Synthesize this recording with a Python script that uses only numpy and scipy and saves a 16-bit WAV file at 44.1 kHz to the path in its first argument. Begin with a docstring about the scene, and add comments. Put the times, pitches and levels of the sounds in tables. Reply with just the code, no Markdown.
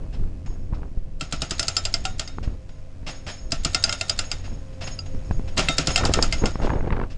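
"""Outdoor work site: a hydraulic breaker on a small excavator hammers a concrete slab in three bursts,
about eleven blows a second. Each blow is shaped noise (crack, rattle, chips) plus ringing modes of steel and slab.
Between bursts the chisel grinds in rubble: held noise through the steel modes, with fading sine pairs.
Behind, a diesel: fluttering tones and throbbing noise. Wind buffets the microphone, hardest near the end:
swelling noise and single pressure pulses."""
import sys
import numpy as np
from scipy import signal
from scipy.fft import rfft, irfft, next_fast_len
from scipy.io import wavfile

SR = 44100
rng = np.random.default_rng(int(sys.argv[2]) if len(sys.argv) > 2 else 0)


def store_wav(level_fs):
    """Save 16-bit WAV to argv[1]."""
    pcm = np.round(np.clip(np.atleast_2d(level_fs), -1, 1) * 32767)
    wavfile.write(sys.argv[1], SR, pcm.T.astype(np.int16))


N = 316197
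TIME_S = np.arange(N) / SR

# All levels are relative; the functions add offsets.
# Engine and pump tones: f/Hz, level/dB
ENGINE_TONES = [(90.5, -41.5), (142, -54), (181, -61), (271.5, -55), (524, -55), (634, -64), (1034, -73),
                (2546, -76)]
# Engine noise spectrum: f/Hz, density/dB
ENGINE_NOISE = [(30, -4.5), (90, -15), (150, -7.5), (290, -22.5), (420, -17), (650, -17.5), (900, -27),
                (1500, -29), (2500, -30.5), (3600, -35.5), (5200, -34.5), (7500, -39.5), (11000, -50.5)]
# Engine gain, following load: t/s, level/dB
ENGINE_GAIN = [(0, 7), (1.1, 3.5), (2.8, 6), (3.4, 7), (4.7, 10), (5.4, 12), (7.17, 7.5)]
CLATTER_DB = -63   # before the engine gain

# Breeze on the microphone, rising and falling: t/s, rumble level/dB
BREEZE = [(0, -21), (.55, -26), (1.1, -29), (1.6, -29), (1.8, -32.5), (2.1, -22.5), (2.3, -30), (2.85, -38),
          (3.1, -32), (3.33, -35), (3.5, -23.5), (3.9, -36.5), (4.35, -26.5), (4.75, -31.5), (5.4, -28),
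          (6.3, -20), (7.17, -30.5)]
# Gusts: t/s, length/s, buffeting level/dB
GUSTS = [(0, 0.036, -46), (0.132, .12, -44), (0.447, .11, -44), (.705, 0.13, -37.5), (2.383, 0.15, -43.5),
         (4.473, 0.088, -43), (5.12, 0.44, -51.5), (5.983, .12, -22), (6.141, .09, -24),
         (6.406, 0.051, -19.5), (6.581, 0.14, -23.5), (6.731, 0.29, -26.5)]
# Biggest eddies, popping on the port: t/s, pressure peak level/dB, time to peak/s, ragged hiss level/dB
POPS = [(.727, -10, 0.0036, -41), (.974, -10, 0.0069, -59), (2.384, -27, 0.0009, -21.5),
        (2.476, -11, 0.0029, -41), (3.031, -26, 0.0014, -41.5), (5.149, -19.5, 0.001, -57),
        (5.31, -8.5, .0012, -19), (5.396, -16, 0.00091, -34), (6.034, -22, 0.004, -13.5),
        (6.187, -23, 0.0024, -13.5), (6.556, -15, .001, -22), (6.702, -11, 0.0014, -12.5),
        (6.905, -32, 0.00084, -14.5), (6.923, -6.5, 0.0034, -14.5), (7.035, -19, .002, -22)]
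# Slow wind pressure spectrum: f/Hz, density/dB
WIND_RUMBLE = [(8, 5.5), (18, 9.5), (30, -2.5), (50, -4.5), (100, -12), (200, -20.5), (400, -31),
               (900, -71.5)]
# Turbulence spectrum: f/Hz, density/dB
BUFFETING = [(50, 11.5), (130, 2), (250, 0.5), (500, -1.5), (1000, -11), (1500, -17), (2500, -29),
             (4500, -41), (10000, -67.5)]
# Tearing sound of one eddy, spectrum: f/Hz, density/dB
EDDY_HISS = [(80, -7), (200, 4.5), (450, -8), (900, 0), (1500, -8), (2200, -13.5), (3200, -26.5),
             (5000, -36), (10000, -78)]
BREEZE_BUFFET_DB = -27.5   # re breeze rumble
GUST_RUMBLE_DB, RUMBLE_DB_PER_GUST_DB = -17, 0.14   # rumble grows far more slowly than buffeting
GUST_RISE_S, GUST_RELEASE_T60_S = 0.011, 0.14
EDDIES_PER_S, EDDY_PEAK_S = 32, 0.0011   # small eddies in a gust; mean time to peak
EDDY_PRESSURE_DB, EDDY_HISS_DB, EDDY_SPREAD_DB = -2, 3, 5   # re gust buffeting; spread is +/-

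# Chisel slips in broken concrete: t/s, length/s, grit level/dB, chisel song level/dB
GRINDS = [(.125, .03, -45.5, -80), (.46, 0.003, -37.5, -59), (.739, .013, -46.5, -72),
          (2.427, 0.019, -38.5, -66), (2.689, 0.0044, -42, -65.5), (3.064, 0.036, -30, -50),
          (3.264, 0.039, -30.5, -44.5), (3.87, .025, -32, -41.5), (4.23, .014, -38.5, -48),
          (4.439, 0.027, -40.5, -54.5), (4.808, .032, -32.5, -44.5), (4.869, .01, -28.5, -49),
          (5.059, 0.0046, -37.5, -59), (5.244, 0.0037, -50, -59.5), (5.307, 0.013, -45, -57.5),
          (5.474, 0.015, -39.5, -64), (5.57, 0.033, -19, -43), (5.901, 0.0056, -20.5, -39),
          (6.38, .008, -39, -45.5), (6.615, 0.048, -36, -58), (7.098, 0.029, -44.5, -77)]
# Crushed concrete spectrum: f/Hz, density/dB
GRIT = [(150, 21), (450, 9), (670, 18.5), (900, 9), (1400, 10), (1800, 10), (2800, 9), (4800, 6), (6000, 2),
        (7600, -3), (9000, -15.5), (11000, -92.5)]
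# Struck steel modes: f/Hz, level/dB, t60/s
STEEL_MODES = [(679, -14.5, 0.081), (756, -16.5, 0.17), (1324, -10, 0.17), (1412, -10.5, 0.17),
               (1820, -22, 0.31), (2097, -8.5, 0.097), (2681, 3.5, 0.027), (2793, 3.5, 0.019),
               (3198, -2, 0.038), (3710, -15.5, 0.29), (4625, -5.5, 0.036), (4850, -5.5, 0.071),
               (4920, -3, 0.053), (5230, 5, 0.024), (5260, -8, 0.093), (6360, -13.5, 0.072),
               (7240, -13.5, 0.1), (7470, -15, 0.074), (9700, -33, 0.14)]
# Clean tones of the loose chisel: f/Hz, level/dB, t60/s
SONG_MODES = [(4830, -7, 0.36), (5290, -5, 0.79), (6650, 0, 0.71), (6635, -2, 0.42), (7130, -9, 0.3),
              (9360, -16, 0.51)]
CRUMBS_PER_S, CRUMB_S = 3, 0.0046   # small slips between the loud ones
CRUMB_DB, CRUMB_SPREAD_DB, CRUMB_SONG_DB = -50, 8.5, -25   # grit; +/-; song re grit

# Chisel blows: t/s, strength level/dB, chisel ring level/dB, housing clank level/dB
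BLOWS = [(1.2091, -9.5, -28, -30), (1.324, -4, -36, -31), (1.4184, -3.5, -30, -28), (1.508, -2, -21.5, -36),
         (1.594, 1.5, -13, -28), (1.627, -8, -23, -34), (1.6813, 0, -14, -30.5), (1.7662, 0.5, -9.5, -22.5),
         (1.8515, -2, -18.5, -26), (1.9398, -2.5, -15, -29), (2.0522, -3, -23.5, -25.5),
         (2.1948, -3, -22.5, -29), (2.2754, -29, -22, -39), (3.5194, -2, -22, -28), (3.6479, 1.5, -27, -33),
         (3.7457, 3.5, -16, -18), (3.8385, 4.5, -9, -26.5), (3.8933, -10, -23.5, -21),
         (3.925, -1, -19, -27), (4.0104, -3, -24, -21), (4.0948, 1.5, -19.5, -31),
         (4.1895, 1.5, -21, -29.5), (4.315, -5.5, -17, -28), (4.9893, -45, -27.5, -37.5),
         (5.5771, 0, -31, -20.5), (5.5926, -4, -26, -21), (5.6853, -2.5, -24, -16), (5.7818, 4, -20, -25),
         (5.8708, 0, -25, -33.5), (5.959, 1.5, -16.5, -14), (5.976, 0, -32, -21), (6.0508, 1, -24.5, -35),
         (6.1369, 2.5, -18, -16), (6.2248, 1.5, -14, -39), (6.324, -3.5, -19, -22),
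         (6.4567, -7.5, -23.5, -25.5)]
# Hammering bursts: start t/s, slab gives way t/s, housing rattle level/dB
BURSTS = [(1.1, 1.533, -24.5), (3.4, 3.752, -24.5), (5.5, 5.915, -20)]
# Crack spectrum: f/Hz, density/dB
CRACK = [(200, -8), (700, -13), (1000, -27), (1350, 3), (1700, -5), (2700, -3), (3500, 3), (4700, 8.5),
         (5800, -1), (7400, 7), (8500, -7), (10000, -9.5), (11300, -80)]
# Housing rattle spectrum: f/Hz, density/dB
RATTLE = [(110, 18.5), (160, -4), (280, 8), (480, 3), (680, 12.5), (1050, -5.5), (1370, 13.5), (1650, -3.5),
          (2750, 2.5), (4700, 0), (5900, 0.5), (7500, -5), (8600, -11), (11000, -48)]
# Slab and boom modes: f/Hz, level/dB, t60/s
SLAB_MODES = [(152.5, -1.5, 0.1), (282.4, -1.5, 0.043), (360, -16, 0.15)]
GIVE_WAY_S = 0.03   # how quickly the slab loses its hold on the chisel
RATTLE_DB_PER_BLOW_DB, FIRM_RATTLE_DB = 0.48, 2.5   # share reaching the housing; extra while the slab holds
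LOOSE_THUD_DB, FIRM_THUD_DB = -26.5, 0.5   # re rattle, on broken and on sound concrete
CLANK_DB, LOW_RING_DB, HIGH_RING_DB = -0.5, -1, -1.5   # offsets: housing, low and high chisel modes
BRIGHT_DB_PER_BLOW_DB = 0.25   # soft knocks wake the higher chisel modes less
CUTOFF_HZ = 11000


def from_db(db):
    """Decibels to gain."""
    return np.exp(np.asarray(db) * (np.log(10) / 20))


def rms_one(x):
    """Scale to unit rms."""
    return x / np.sqrt(np.mean(x ** 2) + 1e-20)


def in_time(rows):
    """Interpolate (s, value) rows at every sample."""
    return np.interp(TIME_S, *np.transpose(rows))


def noise(spectrum, above_hz=0):
    """Noise of a given spectrum, with unit rms above a frequency."""
    size = next_fast_len(N, True)
    hz = np.arange(size // 2 + 1) * SR / size
    knots_hz, knots_db = np.transpose(spectrum)
    shape_db = np.interp(np.log(hz + 1e-3), np.log(knots_hz), knots_db)
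    bins = rfft(rng.standard_normal(size)) * from_db(shape_db) * (hz > 0)
    power = 2 * np.sum(np.abs(bins[hz >= above_hz]) ** 2)
    return irfft(bins, size)[:N] * size / np.sqrt(power)


def drift(rate_hz):
    """Slow random curve of unit rms: two-pole low-passed noise, made at SR/20."""
    r = np.exp(-40 * np.pi * rate_hz / SR)
    slow = signal.lfilter([1], [1, -2 * r, r * r], rng.standard_normal(N // 20 + 4002))
    slow = slow[4000:]   # drop the filter's start
    return np.interp(np.arange(N) / 20, np.arange(len(slow)), rms_one(slow))


def flutter(depth_db, rate_hz):
    """Randomly swelling gain of unit mean power."""
    return rms_one(from_db(depth_db * np.clip(drift(rate_hz), -2, 2)))


def clicks(times_s, heights):
    """One impulse per event."""
    out = np.zeros(N)
    samples = np.clip(np.round(times_s * SR).astype(int), 0, N - 1)
    np.add.at(out, samples, heights)
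    return out


def fade(power, t60_s):
    """Power that dies away after each input."""
    return signal.lfilter([1], [1, -from_db(-120 / (t60_s * SR))], power + 1e-18)


def smooth(power, rise_s):
    """One-pole smoothing of an onset."""
    r = np.exp(-1 / (rise_s * SR))
    return signal.lfilter([1 - r], [1, -r], power)


def struck(times_s, db, rise_s, t60_s):
    """Envelope that rises at each event and dies away."""
    return np.sqrt(smooth(fade(clicks(times_s, from_db(db) ** 2), t60_s), rise_s))


def held(times_s, lengths_s, db, t60_s):
    """Envelope fed for a while at each event, then dying away."""
    event_power = from_db(db) ** 2
    edges = clicks(times_s, event_power) - clicks(times_s + lengths_s, event_power)
    power = np.abs(np.cumsum(edges))
    return np.sqrt(fade(power, t60_s) * (1 - from_db(-120 / (t60_s * SR))))


def ring(force, hz, t60_s):
    """Two-pole mode: a unit click sets a sine of height 1 ringing."""
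    r, w = from_db(-60 / (t60_s * SR)), 2 * np.pi * hz / SR
    return signal.lfilter([0, np.sin(w)], [1, -2 * r * np.cos(w), r * r], force + 1e-18)


def engine():
    """Firing orders and pump whine over mechanical noise that throbs with each firing."""
    wander_s = 0.0006 * drift(0.83)   # the governor lets the speed wander a little
    turn = 2 * np.pi * (TIME_S + wander_s)
    tones = 0
    for hz, db in ENGINE_TONES:
        tone = np.sqrt(2) * np.sin(hz * turn + rng.uniform(0, 2 * np.pi))
        tones = tones + from_db(db - 8.5) * tone * flutter(depth_db=4.0, rate_hz=3.8)
    firing_hz = ENGINE_TONES[0][0]
    clatter = noise(ENGINE_NOISE, above_hz=263) * (1 + 0.27 * np.cos(firing_hz * turn))
    return (tones + clatter * from_db(CLATTER_DB)) * from_db(in_time(ENGINE_GAIN))


def wind():
    """Slow pressure swells, ragged buffeting in the gusts and single eddies that pop."""
    gust_s, length_s, gust_db = np.transpose(GUSTS)
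    breeze = from_db(in_time(BREEZE))
    push = swell(gust_s, length_s, GUST_RUMBLE_DB + RUMBLE_DB_PER_GUST_DB * gust_db)
    gusts = swell(gust_s, length_s, gust_db)
    rumble = noise(WIND_RUMBLE) * np.hypot(breeze, push) * flutter(depth_db=2, rate_hz=8.9)
    swirl = np.hypot(breeze * from_db(BREEZE_BUFFET_DB), gusts) * flutter(depth_db=4.5, rate_hz=94)
    pressure, ragged = np.zeros(N), np.zeros(N)
    for s, peak_db, peak_s, hiss_db in eddies():
        span = slice(int(s * SR), int((s + 20 * peak_s) * SR))
        age = np.maximum(TIME_S[span] - s, 0) / peak_s
        pulse = age * np.exp(1 - age)   # peaks at 1 when age is 1
        pressure[span] += from_db(peak_db) * pulse
        ragged[span] += from_db(hiss_db - 5.5) * pulse
    return rumble - pressure + noise(BUFFETING) * swirl + noise(EDDY_HISS) * ragged


def swell(times_s, lengths_s, db):
    """A gust builds up, holds and dies away."""
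    return smooth(held(times_s, lengths_s, db, t60_s=GUST_RELEASE_T60_S), GUST_RISE_S)


def eddies():
    """Big eddies, plus small random ones shed by the gusts, their levels following the gust's."""
    rows = list(POPS)
    for s, length_s, gust_db in GUSTS:
        for when, size, span in rng.random((int(EDDIES_PER_S * length_s), 3)):
            db = gust_db + EDDY_SPREAD_DB * (2 * size - 1)
            peak_s = EDDY_PEAK_S * (0.5 + span)
            rows.append((s + when * length_s, db + EDDY_PRESSURE_DB, peak_s, db + EDDY_HISS_DB))
    return rows


def slips():
    """Loud slips, plus small random ones from first to last blow; rows as in GRINDS."""
    first_s, last_s = BLOWS[0][0], BLOWS[-1][0]
    when, size = rng.random((int(CRUMBS_PER_S * (last_s - first_s)), 2)).T
    times_s = first_s + when * (last_s - first_s)
    grit_db = CRUMB_DB + CRUMB_SPREAD_DB * (2 * size - 1)
    crumbs = np.c_[times_s, np.full(len(when), CRUMB_S), grit_db, grit_db + CRUMB_SONG_DB]
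    return np.r_[GRINDS, crumbs]


def grinding(slip_rows):
    """Concrete crumbs crush under the sliding chisel and make the steel ring."""
    s, length_s, grit_db, song_db = slip_rows.T
    crush = held(s, length_s, grit_db, t60_s=0.055) * flutter(depth_db=1.5, rate_hz=660)
    wash = held(s, length_s, grit_db - 6.5, t60_s=0.43)
    metal = from_db(-21.5) * through_steel(rng.standard_normal(N) * crush)
    return noise(GRIT) * np.hypot(from_db(-3.5) * crush, wash) + metal


def through_steel(force):
    """A rubbing or rattling force keeps the steel's modes ringing."""
    out = 0
    for hz, db, t60_s in STEEL_MODES:
        evened = ring(force, hz, t60_s) * np.sqrt(4 * np.log(1000) / (t60_s * SR))   # offsets build-up
        out = out + from_db(db) * evened
    return out


def chisel_song(slip_rows):
    """Rebounds and slips set the loose chisel singing in beating, fading sine pairs."""
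    blow_s, crack_db, rattle_db, *other_columns = blows()
    slip_s, length_s, grit_db, song_db = slip_rows.T
    times_s = np.r_[blow_s + 0.012, slip_s + length_s]
    levels_db = np.r_[rattle_db - 26, song_db]
    rub = drift(6.9)   # phase/rad: the bushing pulls on all the pitches
    out = 0
    for hz, db, t60_s in SONG_MODES:
        phase = 2 * np.pi * hz * TIME_S + rub
        beat = 2 * np.pi * rng.uniform(11, 22) * TIME_S + rub   # each mode is split into a close pair
        pair = np.sin(phase) + 0.5 * np.sin(phase + beat)
        pair = rms_one(pair * flutter(depth_db=3.5, rate_hz=25))
        out = out + pair * struck(times_s, levels_db + db, rise_s=0.0043, t60_s=t60_s)
    return out


def blows():
    """Sound concrete throws each blow back into the housing and thuds; as it gives way the thud sinks."""
    s, strength_db, ring_db, clank_db = np.transpose(BLOWS)
    start_s, gives_way_s, housing_db = np.transpose(BURSTS)
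    burst = np.searchsorted(start_s, s) - 1
    firm = 0.5 - 0.5 * np.tanh((s - gives_way_s[burst]) / GIVE_WAY_S)   # 1 sound, 0 broken
    rattle_db = housing_db[burst] + RATTLE_DB_PER_BLOW_DB * strength_db + FIRM_RATTLE_DB * firm
    thud_db = rattle_db + firm * FIRM_THUD_DB + (1 - firm) * LOOSE_THUD_DB
    return s, strength_db, rattle_db, ring_db, clank_db + CLANK_DB, thud_db


def valve():
    """The control valve slaps over just before the piston lands."""
    s, crack_db, *other_columns = blows()
    early_s = rng.uniform(0.012, 0.014, len(s))
    return noise(CRACK) * struck(s - early_s, crack_db - 39.5, rise_s=0.001, t60_s=0.084)


def hammer():
    """Each blow: sharp crack, ringing steel, rattling housing, thud, flying chips and a wash from the site."""
    s, crack_db, rattle_db, *other_columns = blows()
    crack = noise(CRACK) * struck(s + 0.00044, crack_db - 14.0, rise_s=0.0014, t60_s=0.016)
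    shake = struck(s, rattle_db, rise_s=0.006, t60_s=0.12)
    rattle = from_db(-3.5) * noise(RATTLE) * shake
    metal = from_db(-24.5) * through_steel(rng.standard_normal(N) * shake)
    wash_envelope = struck(s, rattle_db - 18, rise_s=0.0062, t60_s=0.78)
    wash = noise(GRIT) * flutter(depth_db=0.5, rate_hz=360) * wash_envelope
    return crack + steel() + plates() + rattle + metal + slab() + chips() + wash


def steel():
    """The chisel sits differently at every blow, so housing, low and high chisel modes trade strength."""
    s, crack_db, rattle_db, ring_db, clank_db, thud_db = blows()
    low_db = ring_db + LOW_RING_DB
    high_db = ring_db + HIGH_RING_DB + BRIGHT_DB_PER_BLOW_DB * crack_db
    out = 0
    for hz, db, t60_s in STEEL_MODES:
        part_db = clank_db if hz < 4000 else low_db if hz < 5100 else high_db
        chance_db = 5.45 * rng.standard_normal(len(s))
        heights = from_db(part_db + db - 3.5 + chance_db) * rng.choice([-1, 1], len(s))
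        delay_s = rng.uniform(0.0003, 0.001, len(s))
        out = out + ring(clicks(s + delay_s, heights), hz, t60_s)
    return out


def plates(count=56):
    """Bracket, pins and boom add a thicket of weak modes, struck anew by every blow."""
    s, crack_db, rattle_db, *other_columns = blows()
    knots_hz, knots_db = np.transpose(RATTLE)
    out = 0
    for hz in np.linspace(550, 8000, count) + rng.uniform(-50.5, 50.3, count):
        mode_db = np.interp(np.log(hz), np.log(knots_hz), knots_db) - 26.0
        heights = from_db(rattle_db + mode_db) * rng.standard_normal(len(s))
        delay_s = rng.uniform(0.001, 0.007, len(s))
        out = out + ring(clicks(s + delay_s, heights), hz, 0.12 * (2000 / hz) ** 0.03)
    return out


def slab():
    """The recoil shakes slab and boom a moment after the crack."""
    s, *other_columns, thud_db = blows()
    out = 0
    for hz, db, t60_s in SLAB_MODES:
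        delay_s = rng.uniform(0.0034, 0.01175, len(s))
        out = out + ring(clicks(s + delay_s, from_db(thud_db + db)), hz, t60_s)
    return out


def chips(count=4):
    """Each blow throws a few chips that tick against the steel and the rubble."""
    s, crack_db, rattle_db, *other_columns = blows()
    lands_s = s[:, None] + rng.uniform(0.0092, 0.071, (len(s), count))
    levels_db = rattle_db[:, None] - 18 + 1.5 * rng.standard_normal((len(s), count))
    return noise(CRACK) * struck(lands_s.ravel(), levels_db.ravel(), rise_s=0.00052, t60_s=0.014)


def scene():
    """Engine, wind and breaker at one microphone."""
    slip_rows = slips()
    machine = engine() + valve() + hammer()
    rubble = grinding(slip_rows) + chisel_song(slip_rows)
    return (machine + wind() + rubble)[None]


def record(dry):
    """The microphone sheds the deepest pressure, rounds the peaks and cuts the top."""
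    passed = signal.sosfilt(signal.butter(1, 8, "high", fs=SR, output="sos"), dry)
    top_cut = signal.ellip(10, 0.3, 80, CUTOFF_HZ, fs=SR, output="sos")
    return signal.sosfilt(top_cut, np.tanh(passed))


dry = scene()
out = record(dry)
store_wav(out)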